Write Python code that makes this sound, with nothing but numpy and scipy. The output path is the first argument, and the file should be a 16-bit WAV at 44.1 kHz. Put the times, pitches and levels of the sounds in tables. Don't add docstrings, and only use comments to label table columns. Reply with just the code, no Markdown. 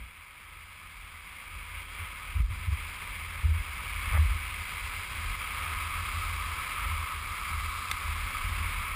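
import sys
import numpy as np
from scipy import signal
from scipy.fft import rfft, irfft
from scipy.io import wavfile
from scipy.ndimage import uniform_filter1d

SR = 44100
rng = np.random.default_rng(int(sys.argv[2]) if len(sys.argv) > 2 else 0)


def to_wav(s):
    ch = np.atleast_2d(s).T
    pcm = np.round(np.clip(ch, -1, 1) * 32767)
    wavfile.write(sys.argv[1], SR, pcm.astype(np.int16))


def ratio_of_db(decibels):
    return 10 ** (np.asarray(decibels, float) / 20)


N = 394694


def evened(x):
    return x / np.sqrt(np.mean(x ** 2) + 1e-20)


def curves(rows, t):
    s, *columns = np.transpose(rows)
    return [np.interp(t, s, c) for c in columns]


def slow(t, low_hz, top_hz):
    total = 0
    for hz in np.geomspace(low_hz, top_hz, num=30):
        total = total + np.sin(2 * np.pi * (hz * t + rng.random())) / np.sqrt(hz)
    return evened(total)


def plateau(t, start, length, edge):
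    return (np.tanh((t - start) / edge) - np.tanh((t - start - length) / edge)) / 2


def power_of(modes, hz, steep):
    power = sum(ratio_of_db(db) ** 2 / (1 + (2 * (hz - f) / width) ** 2) ** steep for f, width, db in modes)
    return power / power.mean()


def add(mix, s, sound):
    part = mix[round(s * SR):][:len(sound)]
    part += sound[:len(part)]


# time in seconds, rolling level in dB, load on the deck in dB,
# fineness of the grit in dB.
ROLLING = [(0.0, -52.5, -8.5, -16), (.95, -50.5, -6, -13.5), (1.8, -45.5, -7.5, -15.5),
           (2.35, -44.5, -5.5, -15.5), (2.9, -43, -8.5, -14), (3.5, -42, -8, -15), (4.15, -39.5, -6, -14),
           (4.6, -40.5, -8, -13), (5.2, -40, -6, -12.5), (5.7, -38.5, -2.5, -14), (6.3, -40, -2, -11),
           (6.9, -39, -1, -14), (7.15, -42, -0.5, -11.5), (7.5, -40.5, -0.5, -11), (7.8, -42, 1.5, -9),
           (8.1, -40, -2.5, -12), (8.65, -38.5, -4, -13.5), (8.95, -41, 0, -13)]
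# start in seconds, change in dB, length in seconds.
HOPS = [(1.85, -2.5, .03), (1.76, 1.2, .07), (1.95, 2, .12), (2.41, -4, .1), (2.425, -4, .07),
        (2.675, -4, .04), (2.77, 1.2, .1), (3.47, -2, .07), (4.04, 1.5, .2), (5.06, -2, .05),
        (5.36, -2.5, 0.034), (6.02, -1.5, 0.024), (6.05, 2, .04), (7.92, 1.5, .03)]
# pitch in Hz, width in Hz, level in dB.
DECK = [(1045, 95, -6), (1140, 75, -1), (1259.6, 138, 1)]
# pitch in Hz, width in Hz, level in dB.
HOUSING = [(388, 580, -22), (546, 80, -19), (773, 144, -18), (890, 78, -19.5), (1004, 115, -6.5),
           (1480, 120, -8.5), (1695, 320, -8), (2116, 212, -1.5), (2283, 245, -0.5), (2566, 280, -5.5),
           (2835, 99, -7.5), (3220, 460, -10)]
# pitch in Hz, width in Hz, level in dB.
SMALL_PARTS = [(3650, 520, 1), (3963, 170, 1.5), (4260, 170, -2.5), (4810, 330, 1.5), (5055, 150, -6.5),
               (5496, 310, -5.5)]


def wheels():
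    stones_per_s, hop_edge_s, deck_wobble_db = 16000, 0.0077, 0.7
    parts_hop = 0.45
    stone_db = 0.56 * np.minimum(rng.exponential(1, N), 4)
    knocks = rng.standard_normal(N) * ratio_of_db(stone_db) * (rng.random(N) < stones_per_s / SR)
    knocks *= ratio_of_db(0.25 * slow(np.arange(N) / SR, 10.0, 90))
    hz, t, spectrum = signal.stft(evened(knocks), SR, nperseg=1024, noverlap=768)

    level_db, load_db, grit_db = curves(ROLLING, t)
    hop_db = sum(db * plateau(t, s, length, hop_edge_s) for s, db, length in HOPS)
    level_db = level_db + hop_db
    deck_db = load_db + deck_wobble_db * slow(t, 3.0, 25)
    parts_db = grit_db - (1 - parts_hop) * hop_db + 0.5

    ring = power_of(HOUSING, hz, 1.58)[:, None]
    ring = ring + np.outer(power_of(DECK, hz, 1.86), ratio_of_db(deck_db) ** 2)
    ring = ring + np.outer(power_of(SMALL_PARTS, hz, 1.2), ratio_of_db(parts_db) ** 2)

    patches = uniform_filter1d(rng.standard_normal(spectrum.shape), size=6, axis=1)
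    patches = evened(uniform_filter1d(patches, size=8, axis=0))
    spectrum = spectrum * np.sqrt(ring) * ratio_of_db(level_db + 1.39 + 0.57 * patches)
    return signal.istft(spectrum, SR, nperseg=1024, noverlap=768)[1][:N]


def swing(hz, width, lumpy):
    r = np.exp(-np.pi * width / SR)
    z = rng.standard_normal(N) + 1j * rng.standard_normal(N)
    for _ in range(2):
        z = signal.lfilter([1 - r], [1, -r], z)
    power = abs(z) ** 2
    z = z / (power + power.mean() / 10) ** ((1 - lumpy) / 2)
    return evened((z * np.exp(2j * np.pi * hz * np.arange(N) / SR)).real)


# time in seconds, level in dB.
AIRSPEED = [(0.0, -46), (.15, -61), (.5, -56), (1.3, -55), (1.6, -51), (2.25, -48), (2.6, -43.5),
            (2.9, -46), (3.2, -45.5), (3.8, -45), (4.05, -40), (4.45, -44), (5.05, -44), (5.3, -43),
            (6.3, -42), (7.3, -44.5), (8.5, -41), (8.95, -45)]
# start in seconds, length in seconds, depth in dB.
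LULLS = [
    (.33, .12, -5),
    (1.34, .1, -7),
    (2.95, .06, -5),
    (4.66, .06, -6),
    (5.0, .1, -6),
    (6.62, .13, -6),
    (7.07, .06, -10),
    (7.35, .06, -9),
    (7.82, .05, -6),
]
# start in seconds, length in seconds, level in dB, bounce over sway in
# dB.
SMALL_GUSTS = [
    (1.533, 0.067, -42.5, 9),
    (1.74, .06, -44, 4),
    (2.557, 0.05, -36.5, 7),
    (3.06, 0.066, -41, -8),
    (3.38, .04, -36, 1),
    (3.933, 0.062, -36, 2),
    (4.067, .04, -36, 0),
    (8.89, .06, -39, -10),
               (4.38, 0.054, -36.5, 0.1), (4.825, 0.03, -37, -2), (5.152, 0.046, -36, 5),
              (5.243, 0.09, -34, 0.1), (5.619, 0.052, -37, 0.1), (5.725, 0.06, -36, -2),
              (5.913, 0.08, -38, -3), (6.084, 0.05, -38, 0.1), (6.154, 0.072, -36.5, 2),
              (6.232, 0.13, -38, 0.1), (6.439, 0.034, -34, 0.1), (6.805, 0.034, -36, 3),
              (6.858, 0.034, -32, 5), (6.906, 0.072, -36, 0.1), (7.008, 0.042, -34.5, -1),
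              (7.256, 0.032, -36, 0.1), (7.305, 0.03, -38, 0.1), (7.483, 0.083, -37, 2),
              (7.571, 0.03, -34, 3), (7.651, 0.039, -36, 0.1), (7.892, 0.063, -35, 3),
              (8.078, 0.044, -37, 0.1), (8.13, 0.032, -36, 0.1), (8.197, 0.091, -33, -1),
              (8.341, 0.032, -33, 0.1), (8.399, 0.3, -32.5, -1), (8.745, 0.11, -33, -5)]
# pitch in Hz, level in dB per Hz.
ROAR_COLOUR = [(22, -3), (55, -30), (105, -5), (150, -4), (220, -10), (330, -19), (600, -24.5), (1500, -70)]


def wind(shoves):
    gust_edge_s, flutter_db = 0.02, 1.5
    sway_db, bounce_db = -0.5, -1
    roar_db, roar_share = -55.8, 0.75
    gust_roar_db, thump_roar_db = -23, -31
    t = np.arange(N) / SR
    coarse = t[::200]
    speed_db = curves(AIRSPEED, coarse)[0]
    lull_db = sum(db * plateau(coarse, start, length, gust_edge_s) for start, length, db in LULLS)
    air_db = np.interp(t, coarse, speed_db + lull_db)

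    gust, lean_db = 0, 0
    for start, length, db, tilt_db in SMALL_GUSTS:
        shape = plateau(coarse, start, length, gust_edge_s)
        gust = gust + ratio_of_db(db) * shape
        lean_db = lean_db + tilt_db * shape / 2
    gust, lean_db = np.interp(t, coarse, gust), np.interp(t, coarse, lean_db)

    sway_flutter_db = np.interp(t, coarse, flutter_db * slow(coarse, 1.5, 12))
    bounce_flutter_db = np.interp(t, coarse, flutter_db * slow(coarse, 1.5, 13))
    sway = np.hypot(ratio_of_db(air_db + sway_db + sway_flutter_db), 0.64 * gust * ratio_of_db(-lean_db))
    bounce = np.hypot(ratio_of_db(air_db + bounce_db + bounce_flutter_db), 0.66 * gust * ratio_of_db(lean_db))
    rocking = sway * swing(hz=47, width=22.7, lumpy=0.75)
    rocking += bounce * swing(hz=80, width=16.2, lumpy=0.78)

    steady_push = ratio_of_db(roar_db + roar_share * (curves(AIRSPEED, t)[0] + 44))
    gust_push, thump_push = gust * ratio_of_db(gust_roar_db), shoves * ratio_of_db(thump_roar_db)
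    push = np.sqrt(steady_push ** 2 + gust_push ** 2 + thump_push ** 2)
    hz, db = np.transpose(ROAR_COLOUR)
    colour = ratio_of_db(np.interp(np.log(np.fft.rfftfreq(N, 1 / SR) + 1), np.log(hz), db))
    roar = evened(irfft(rfft(rng.standard_normal(N)) * colour, N))
    roar *= ratio_of_db(1.5 * slow(t, 4.0, 40))
    return rocking + push * roar


# time of the widest swing in seconds, peak in dB, pitch in Hz,
# length in seconds.
THUMPS = [(0.025, -36, 54, .03), (2.027, -32, 85, 0.033), (2.368, -20, 73, 0.019),
          (2.405, -17.5, 62, 0.022), (2.442, -19.5, 48.2, 0.017), (2.487, -27, 55.4, 0.018),
          (2.515, -28, 90, .015), (2.536, -29.5, 62, .02), (2.686, -20, 79, 0.016),
          (2.73, -21.5, 74, 0.021), (3.457, -16.5, 69, .016), (3.493, -19, 79.5, .022),
          (3.519, -19.5, 72, 0.014), (3.443, -25, 60, .01), (3.556, -23, 80.5, .03),
          (3.604, -25, 55.7, 0.014), (4.122, -21.5, 60, 0.012), (4.153, -19.5, 83, 0.025),
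          (4.193, -17.5, 78, 0.017), (4.219, -16.5, 77, 0.034), (4.258, -23, 55, .02),
          (4.276, -28, 50, .012), (4.297, -23, 50, .016), (4.317, -20.5, 65.5, 0.019),
          (4.356, -24, 70, 0.013)]


def thumps():
    rise_share = 0.75
    before = 6000
    t = np.arange(-before, before) / SR
    shoves, swings = np.zeros(N + before), np.zeros(N + before)
    for s, db, hz, length in THUMPS:
        swell = ratio_of_db(db) * np.exp(-(t / (length * np.where(t < 0, rise_share, 1))) ** 2)
        turn = 2 * np.pi * hz * t
        add(shoves, s, swell)
        add(swings, s, swell * (np.cos(turn) + 0.036 * np.cos(2 * turn)))
    return shoves[before:], swings[before:]


# time in seconds, peak in dB.
PEBBLES = [
    (7.9132, -18),
    (7.9155, -22),
    (2.418, -44),
    (2.443, -50),
    (1.01, -47),
]
# pitch in Hz, level in dB, time to fade by 60 dB in seconds.
SHELL = [(1270, -7.5, 0.033), (1670, -6.5, 0.018), (2060, -1, .022), (2350, -9, .025), (3630, -1, 0.013),
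         (4410, -5, .011), (5460, -7, .01)]


def pebbles():
    out, t = np.zeros(N), np.arange(2000) / SR
    ring = sum(ratio_of_db(db - 60 * t / t60) * np.sin(2 * np.pi * hz * t) for hz, db, t60 in SHELL)
    onset = 1 - np.exp(-t / 0.00035)
    for s, db in PEBBLES:
        crack = ratio_of_db(3.5 - 60 * t / 0.0096) * np.diff(rng.standard_normal(len(t) + 1))
        add(out, s, ratio_of_db(db) * (ring + crack) * onset)
    return out


# time in seconds, peak in dB, length in seconds.
JOLTS = [
    (2.405, -26, 0.0019),
    (2.687, -38, 0.0019),
    (2.729, -33, 0.0025),
    (3.458, -26, 0.0029),
    (4.192, -40, 0.0025),
]


def jolts():
    out = np.zeros(N)
    for s, db, length in JOLTS:
        u = (np.arange(-400, 400) / SR / length) ** 2
        add(out, s - 400 / SR, ratio_of_db(db) * (1 - u) * np.exp(-u / 2))
    return out


# start in seconds, length in seconds, level in dB, swell in dB.
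SEAM = (4.124, .054, -32.5, 4)
# pitch in Hz, width in Hz, level in dB.
SEAM_RING = [(600, 160, -6), (900, 200, -7), (1230, 270, 2), (1560, 280, -4), (2010, 280, 1),
             (2500, 400, -12)]


def seam():
    start, length, db, swell_db = SEAM
    out, size = np.zeros(N), 4096
    u = np.arange(size) / SR / length
    knocks = rng.standard_normal(size) * (rng.random(size) < 2500 / SR)
    ring = np.sqrt(power_of(SEAM_RING, np.fft.rfftfreq(size, 1 / SR), 1.5))
    rattle = evened(irfft(rfft(knocks) * ring, size))
    add(out, start, ratio_of_db(db - swell_db * (1 - u)) * plateau(u, 0.092, 0.93, 0.055) * rattle)
    return out


def scene():
    shoves, swings = thumps()
    mix = wheels() + wind(shoves) + swings + pebbles() + jolts() + seam()
    return mix[None]


def roll_off(x):
    return signal.sosfilt(signal.butter(12, 15720, fs=SR, output="sos"), x)


def record(dry):
    power_db = 10 * np.log10(abs(uniform_filter1d(dry[0] ** 2, size=600)) + 1e-12)
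    fall = np.arange(N) * 32.0 / SR
    held_db = np.maximum.accumulate(power_db + fall) - fall
    over_db = np.maximum(held_db + 30.0, 0)
    ducked = dry / ratio_of_db(0.15 * uniform_filter1d(over_db, size=300))
    ducked = signal.lfilter(*signal.butter(2, 13.0, "high", fs=SR), ducked)

    sampled = signal.resample_poly(ducked, 40, 147, axis=1, window=("kaiser", 8))
    held = signal.resample_poly(np.repeat(sampled, 4, axis=1), 147, 160, axis=1)
    edge = signal.firwin(511, 15210, window=("kaiser", 9), fs=SR)
    return roll_off(signal.oaconvolve(held[:, :N], edge[None], "same"))


dry = scene()
out = record(dry)
to_wav(out)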